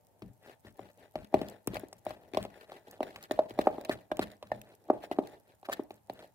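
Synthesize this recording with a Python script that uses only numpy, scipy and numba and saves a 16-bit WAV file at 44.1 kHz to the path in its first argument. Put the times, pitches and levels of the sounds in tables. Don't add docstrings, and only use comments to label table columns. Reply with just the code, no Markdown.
import sys
import numpy as np
from scipy import signal
from scipy.fft import rfft, irfft
from scipy.io import wavfile
from scipy.ndimage import uniform_filter1d, map_coordinates
from numba import njit

SR = 44100
rng = np.random.default_rng(int(sys.argv[2]) if len(sys.argv) > 2 else 0)


def transcribe(u):
    v = np.clip(np.atleast_2d(u).T, -1, 1)
    q = np.round(v * 32767).astype(np.int16)
    wavfile.write(sys.argv[1], SR, q)


def level_to_linear(level):
    exponent = np.asarray(level, float) / 20
    return 10 ** exponent


N = 279594
T = np.arange(N) / SR
MIDDLE_DB, MIDDLE_HZ, MIDDLE_HALF_S = -25, 500, 0.03


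def level(x, db):
    return x * level_to_linear(db) / np.sqrt(np.mean(x ** 2))


def peak(x, db):
    return x * level_to_linear(db) / np.abs(x).max()


def add(out, x, s):
    i = int(s * SR)
    out[i:i + len(x)] += x[:N - i]


def colour(x, points):
    hz, db = np.transpose(points)
    f = np.arange(len(x) // 2 + 1) * SR / len(x) + 1
    gain = level_to_linear(np.interp(np.log(f), np.log(hz), db))
    return irfft(rfft(x) * gain, len(x))


def ring(modes, gain, detune, length_s=0.425):
    hz, db, t60 = np.transpose(modes)[:, :, None]
    t = T[:int(length_s * SR)]
    decay = np.exp(-np.log(1000) * t / t60)
    return np.sum(gain * level_to_linear(db) * decay * np.sin(2 * np.pi * hz * detune * t), axis=0)


def burst(noise, t60_s):
    t = T[:len(noise)]
    return noise * np.exp(-np.log(1000) * t / t60_s) * (1 - np.exp(-t / 0.00058))


def grains(rate, spread_db):
    size = level_to_linear(spread_db * np.minimum(rng.exponential(1, N), 4))
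    return (rng.random(N) < rate / SR) * rng.standard_normal(N) * size


# start in seconds, peak level of the wall in dB, centre of the modes
# that the spot rings in Hz, crack of the edge against the knock in dB.
KNOCKS = [(0.219, -39, 263, -2.5), (0.647, -49, 237, 0.5), (0.791, -33, 556, -9.5), (1.154, -25, 538, -5.5),
          (1.34, -10, 387, -12.5), (1.413, -23, 341, -8.5), (1.673, -23.5, 268, -5), (1.733, -33, 480, -12),
          (1.754, -30.5, 810, -11), (1.766, -28.5, 860, 0), (1.833, -31.5, 311, -35),
          (1.926, -42, 640, -0.5), (2.064, -23.5, 553, -10), (2.105, -31, 650, -3), (2.334, -30.5, 297, -3),
          (2.345, -27, 600, -3), (2.37, -17, 566, -4), (2.449, -30, 430, -5.5), (2.717, -37.5, 855, -2.5),
          (3.004, -20, 550, -15.5), (3.028, -26, 615, 0), (3.158, -49.5, 701, 20.5),
          (3.309, -19, 505, -4.5), (3.389, -10.5, 641, -19), (3.506, -36, 292, 2.5),
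          (3.588, -13, 531, -10.5), (3.669, -9, 710, -22), (3.781, -26.5, 480, -21.5), (3.85, -36, 850, 0),
          (3.893, -16.5, 370, -11), (3.911, -42, 459, -9), (4.115, -20, 520, -12.5),
          (4.191, -15.5, 501, -9), (4.425, -34, 800, -2), (4.516, -18, 723, -13), (4.899, -8, 602, -26),
          (5.037, -31.5, 860, -34), (5.112, -21, 527, -12), (5.185, -11.5, 433, -21.5),
          (5.628, -43.5, 806, -7.5), (5.686, -24, 550, -18), (5.695, -24, 707, -11),
          (5.793, -22.5, 367, -23.5), (5.905, -34.5, 410, -5), (6.096, -27, 455, -5.5),
          (6.19, -46.5, 583, 6.5)]
# mode frequency in Hz, relative level in dB, free decay t60 in seconds.
JUG = [(289, -5, 0.044), (344.7, 10, 0.018), (388, -5.5, 0.072), (421, -8, 0.019), (567.5, -12.5, 0.08),
       (615.6, -1, 0.077), (649, 8.5, 0.018), (744, 8.5, 0.018), (956, 5.5, 0.011)]
# frequency in Hz, spectral density in dB per Hz.
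EDGE = [(600, -5.5), (1100, 9.5), (1450, -8.5), (1900, -2), (2400, -0.5), (4000, -4), (6500, -18),
        (13000, -18.5)]
# mode frequency in Hz, relative level in dB, t60 in seconds.
WORKTOP = [(60, -12.5, 0.15), (113.5, -13, 0.13), (123.2, -4.5, 0.28), (185, -3, 0.092),
           (203.6, -4.5, 0.29), (214, 13, 0.021)]
# time in seconds, thump against the crack of the edge in dB.
HOLD = [(0, -4.5), (1.5, -10.5), (2.5, -16), (3.2, -23), (4.5, -9.5), (5.0, -18), (6.3, -20)]
THUMP_FOLLOWS_CRACK, THUMP_DB_PER_OCTAVE = 1, -7
BODY_LATE_S = 0.0011
TOUCH_EARLY_S, TOUCH_DB = 0.012, -27.5
SLAM, SLAM_S = 1, 0.0044
NO_BASS = signal.butter(4, 210, "high", fs=SR, output="sos")


def knocks(spot_octaves=0.76, push_cycles=0.32, detune=0.028, rise_s=0.0016):
    body, edge, thump = np.zeros((3, N))
    chance = rng.standard_normal((len(KNOCKS), 2, 16, 1))
    noises = rng.standard_normal((len(KNOCKS), 2, 4096))
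    for (s, db, hz, crack_db), (a, b), (noise, rock) in zip(KNOCKS, chance, noises):
        push = np.hanning(int(push_cycles * SR / hz) + 3)
        push = np.convolve(push, np.r_[1, 0.014 * burst(noise, 0.05)])

        near = np.exp(-(np.log2(np.array(JUG)[:, :1] / hz) / spot_octaves) ** 2 / 2)
        modes = ring(JUG, near * level_to_linear(3.2 * a[:len(JUG)]), 1 + 0.0077 * b[:len(JUG)], 0.14)
        wall = np.convolve(modes, push)
        t = T[:len(wall)]
        wall = signal.sosfilt(NO_BASS, wall * (1 - np.exp(-(t / rise_s) ** 2)))
        wall = wall * (1 + SLAM * np.exp(-(t / SLAM_S) ** 2))
        add(body, peak(wall, db), s + BODY_LATE_S)
        add(body, peak(wall, db + TOUCH_DB), s - TOUCH_EARLY_S)

        crack = burst(colour(noise, EDGE), 0.04) + 7.45 * burst(colour(rock, EDGE), 0.0041)
        add(edge, peak(crack, db + crack_db), s + rise_s)

        low = ring(WORKTOP, level_to_linear(3.0 * a[:len(WORKTOP)]), 1 + detune * b[:len(WORKTOP)])
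        thump_db = (MIDDLE_DB + THUMP_FOLLOWS_CRACK * (db + crack_db - MIDDLE_DB)
                    + np.interp(s, *np.transpose(HOLD))
                    + THUMP_DB_PER_OCTAVE * np.log2(hz / MIDDLE_HZ))
        add(thump, peak(signal.fftconvolve(low, burst(rock, 0.46)), thump_db), s)
    return body, edge, thump


# centre in seconds, half length in seconds,
# jug wall level at the centre in dB.
DRAG = [(0.187, 0.21, -72), (0.486, 0.033, -52), (0.675, 0.019, -57.5), (0.841, 0.041, -57),
        (1.029, 0.04, -59.5), (1.214, 0.038, -59), (1.474, 0.06, -50), (1.759, 0.013, -47),
        (1.8, 0.06, -57.5), (2.101, 0.025, -51.5), (2.198, 0.11, -59.5), (2.563, 0.037, -58),
        (2.624, 0.02, -59.5), (2.745, 0.042, -52.5), (2.917, 0.036, -53), (3.107, 0.056, -51),
        (3.242, 0.014, -54.5), (3.503, 0.015, -59.5), (3.616, 0.0062, -49), (3.72, 0.13, -47.5),
        (3.924, 0.012, -44), (3.98, 0.041, -57), (4.227, 0.0085, -42), (4.298, 0.04, -57),
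        (4.61, 0.076, -60), (4.713, 0.036, -62.5), (4.98, 0.11, -56.5), (5.041, 0.011, -52.5),
        (5.125, 0.0075, -53), (5.295, 0.054, -53), (5.5, 0.03, -64.5), (5.66, 0.0061, -56),
        (5.729, 0.0093, -40), (5.782, 0.032, -56.5), (6.213, 0.041, -54)]
GRIT_DB, GRIT_DB_PER_DOUBLING = -4.5, -5
SKID_AFTER_S, SKID_HALF_S, SKID_WALL_DB, SKID_FOLLOWS_KNOCK, SKID_GRIT_DB = 0.045, 0.032, -59, 0.8, -34


def stroke_gains():
    s, half_s, wall_db = np.transpose(DRAG)
    hit_s, hit_db, _, crack_db = np.transpose(KNOCKS)
    grit_db = wall_db + GRIT_DB + GRIT_DB_PER_DOUBLING * np.log2(half_s / MIDDLE_HALF_S)

    s = np.r_[s, hit_s + SKID_AFTER_S][:, None]
    half_s = np.r_[half_s, np.full(len(KNOCKS), SKID_HALF_S)][:, None]
    wall_db = np.r_[wall_db, SKID_WALL_DB + SKID_FOLLOWS_KNOCK * (hit_db - MIDDLE_DB)][:, None]
    grit_db = np.r_[grit_db, hit_db + crack_db + SKID_GRIT_DB][:, None]

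    coarse = T[::32]
    swell = np.exp(-((coarse - s) / half_s) ** 2)
    return [np.interp(T, coarse, np.sqrt(np.sum(level_to_linear(2 * db) * swell, axis=0))) for db in (wall_db, grit_db)]


# frequency in Hz, spectral density in dB per Hz.
GRIT = [(700, -34), (1100, -3.5), (1550, -1), (1850, 1), (2300, -4), (4200, -7.5), (6000, -22),
        (11000, -19.5), (16000, -22)]
# nominal mode frequency in Hz,
# relative level in dB, t60 in seconds.
CLACK = [(1620, -3, 0.029), (1815, 3.5, 0.04), (1990, 2, 0.09), (2887, -12.5, 0.041)]
CLACK_IN_GRIT_DB = -12.5


def drag():
    wall_gain, grit_gain = stroke_gains()
    catch = level_to_linear(level(uniform_filter1d(rng.standard_normal(N), size=300), 0)) ** 3.0

    slips = grains(1300, 1.6) + 0.21 * rng.standard_normal(N)
    signs = rng.choice([-1, 1], (len(JUG), 1))
    pressed = np.array(JUG) * [1, 1, 0.5]
    wall = level(signal.fftconvolve(slips * catch, ring(pressed, signs, 1, 0.1))[:N], 0)

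    scratch = (grains(1400, 3.0) + 0.3 * rng.standard_normal(N)) * catch
    clack = signal.fftconvolve(scratch, ring(CLACK, 1, 1, 0.06))[:N]
    grit = level(colour(scratch, GRIT), 0) + level(clack, CLACK_IN_GRIT_DB)

    hiss_tone = [(1500, -29.0), (5000, 6.5), (12000, 1)]
    hiss = np.array([colour(v * np.sqrt(catch), hiss_tone) for v in rng.standard_normal((2, N))])
    return wall * wall_gain, grit * grit_gain, level(hiss, -12.5) * grit_gain


# start in seconds, peak level in dB, centre frequency in Hz.
SMACKS = [(1.245, -46, 4630), (1.485, -35.5, 3650), (1.498, -39, 7700), (1.6726, -19.5, 12200),
          (1.744, -29.5, 4160), (1.795, -32, 11200), (1.809, -47, 6530), (1.8842, -45, 8700),
          (1.929, -36.5, 6660), (2.0506, -43.5, 10100), (2.093, -42, 3830), (2.4274, -33, 3300),
          (2.438, -38, 2500), (2.911, -37, 11100), (3.227, -34, 2960), (3.238, -38, 4530),
          (3.319, -35, 7100), (3.381, -58, 3800), (3.496, -42.5, 3160), (3.661, -44.5, 2320),
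          (3.8113, -40.5, 3370), (3.8487, -32.5, 2840), (4.1697, -34, 3650), (4.229, -37, 3400),
          (4.316, -43.5, 3810), (4.471, -50, 4000), (4.615, -36, 3050), (4.7507, -45, 10360),
          (5.023, -50, 3000), (5.055, -49, 2800), (5.272, -39.5, 3700), (5.728, -29, 4900),
          (5.734, -28.5, 4300), (6.135, -40, 13000)]


def smacks(t60_s=0.009, octaves=0.9):
    out = np.zeros(N)
    for (s, db, hz), noise in zip(SMACKS, rng.standard_normal((len(SMACKS), 1024))):
        tone = [(hz / 2 ** (3 * octaves), -30), (hz / 2 ** octaves, -7), (hz, 0), (hz * 2 ** octaves, -7)]
        add(out, peak(burst(colour(noise, tone), t60_s), db), s)
    return out


# start in seconds, peak level in dB, centre of the modes picked out in Hz.
UPPER_RINGS = [(3.31, -33.5, 1815), (3.894, -37.5, 1990), (3.912, -30, 1815), (4.115, -29, 1620),
               (4.517, -32, 1810), (5.119, -39.5, 1900), (5.729, -27, 1815)]


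def upper_rings(octaves=0.057):
    out = np.zeros(N)
    for s, db, hz in UPPER_RINGS:
        near = np.exp(-(np.log2(np.array(CLACK)[:, :1] / hz) / octaves) ** 2 / 2)
        add(out, peak(ring(CLACK, near, 0.99, 0.06), db), s)
    return out


def fizz():
    ticks = np.convolve(grains(96, 1.6), np.ones(36))[:N] * rng.standard_normal(N)
    return level(colour(ticks, [(1500, -30), (5000, -5), (12000, -2)]), -77)


# time in seconds, left minus right in dB.
LEAN = [(2.6, 1), (3.0, -2.2)]
# frequency in Hz, left minus right in dB.
SIDES = [(60, 8), (120, 0), (300, 4.5), (650, 1), (1500, 4.5), (2600, 9), (4000, -2.5), (8000, 1)]


def ports(x, lag_s):
    late = map_coordinates(x, [(T - lag_s) * SR], order=3)
    hz, db = np.transpose(SIDES)
    lean = np.interp(T, *np.transpose(LEAN))
    sides = [(1, late), (-1, x)]
    return np.array([colour(v, np.transpose([hz, k * db / 2])) * level_to_linear(k * lean / 2) for k, v in sides])


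SHAKE_DB, SHAKE_HZ = -2, 95


def shake(thump):
    late = np.roll(thump, int(0.003 * SR))
    low = signal.sosfilt(signal.butter(4, SHAKE_HZ, fs=SR, output="sos"), late)
    return level_to_linear(SHAKE_DB) * low * np.array([[1], [-1]])


@njit
def walls(x, lags, gain, damp):
    line, soft, out = np.zeros((8, 4096)), np.zeros(8), np.zeros((2, len(x)))
    for i in range(len(x)):
        total = 0.
        for k in range(8):
            soft[k] += (1 - damp) * (gain[k] * line[k, (i - lags[k]) & 4095] - soft[k])
            total += soft[k]
            out[k % 2, i] += soft[k] * (1 - (k & 2))
        for k in range(8):
            line[k, i & 4095] = x[i] + 1e-18 + soft[k] - total / 4
    return out


# frequency in Hz, relative spectral density in dB per Hz.
HOUSE = [(30, -40), (60, -5), (105, -1), (226, -8), (372, -17.5), (820, -7.5), (890, -11.5), (1150, -21.5),
         (4600, -31.5), (14500, -26), (16000, -39.5)]
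HOUSE_DB = -70.5


def house():
    shared = colour(rng.standard_normal(N), [(300, -6.0), (900, -6.0), (2000, -52.0)])
    own = rng.standard_normal((2, N))
    return level(np.array([colour(0.7 * shared + v, HOUSE) for v in own]), HOUSE_DB)


# mean frequency in Hz, rms level in dB.
HUM = [(102, -79), (592, -88), (888, -84)]


def hum(wander=0.0024):
    drift = level(uniform_filter1d(rng.standard_normal((len(HUM), N)), size=4000), 0)
    hz, db = np.transpose(HUM)[:, :, None]
    phase = 2 * np.pi * np.cumsum(hz * (1 + wander * drift), axis=1) / SR
    return np.sum(np.sqrt(2) * level_to_linear(db) * np.sin(phase), axis=0)


ROOM_T60_S, ROOM_DAMP, ROOM_DB = 0.36, 0.49, -20.5
LAG_S, WET_LAG_S, ROUND_HZ = 0.000066, 0.0003377, 4


def scene():
    body, edge, thump = knocks()
    wall, grit, hiss = drag()
    solid = body + wall + thump
    wet = edge + smacks() + upper_rings() + grit + fizz()

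    lags = rng.integers(300, 1800, 8)
    room = walls(solid + 0.5 * wet, lags, level_to_linear(-60 * lags / SR / ROOM_T60_S), ROOM_DAMP)
    swing = 1 + 0.7 * np.sin(2 * np.pi * ROUND_HZ * T)
    near = ports(solid, LAG_S) + ports(wet, WET_LAG_S * swing)
    return near + hiss + shake(thump) + level_to_linear(ROOM_DB) * room + house() + hum()


def band_limit(x):
    return signal.sosfilt(signal.butter(12, 16970, fs=SR, output="sos"), x)


def record(dry):
    x = signal.sosfilt(signal.ellip(8, 0.2, 60, 15750, fs=SR, output="sos"), dry)
    mix = signal.sosfilt(signal.butter(4, 48, "high", fs=SR, output="sos"), x)
    return band_limit(mix)


dry = scene()
out = record(dry)
transcribe(out)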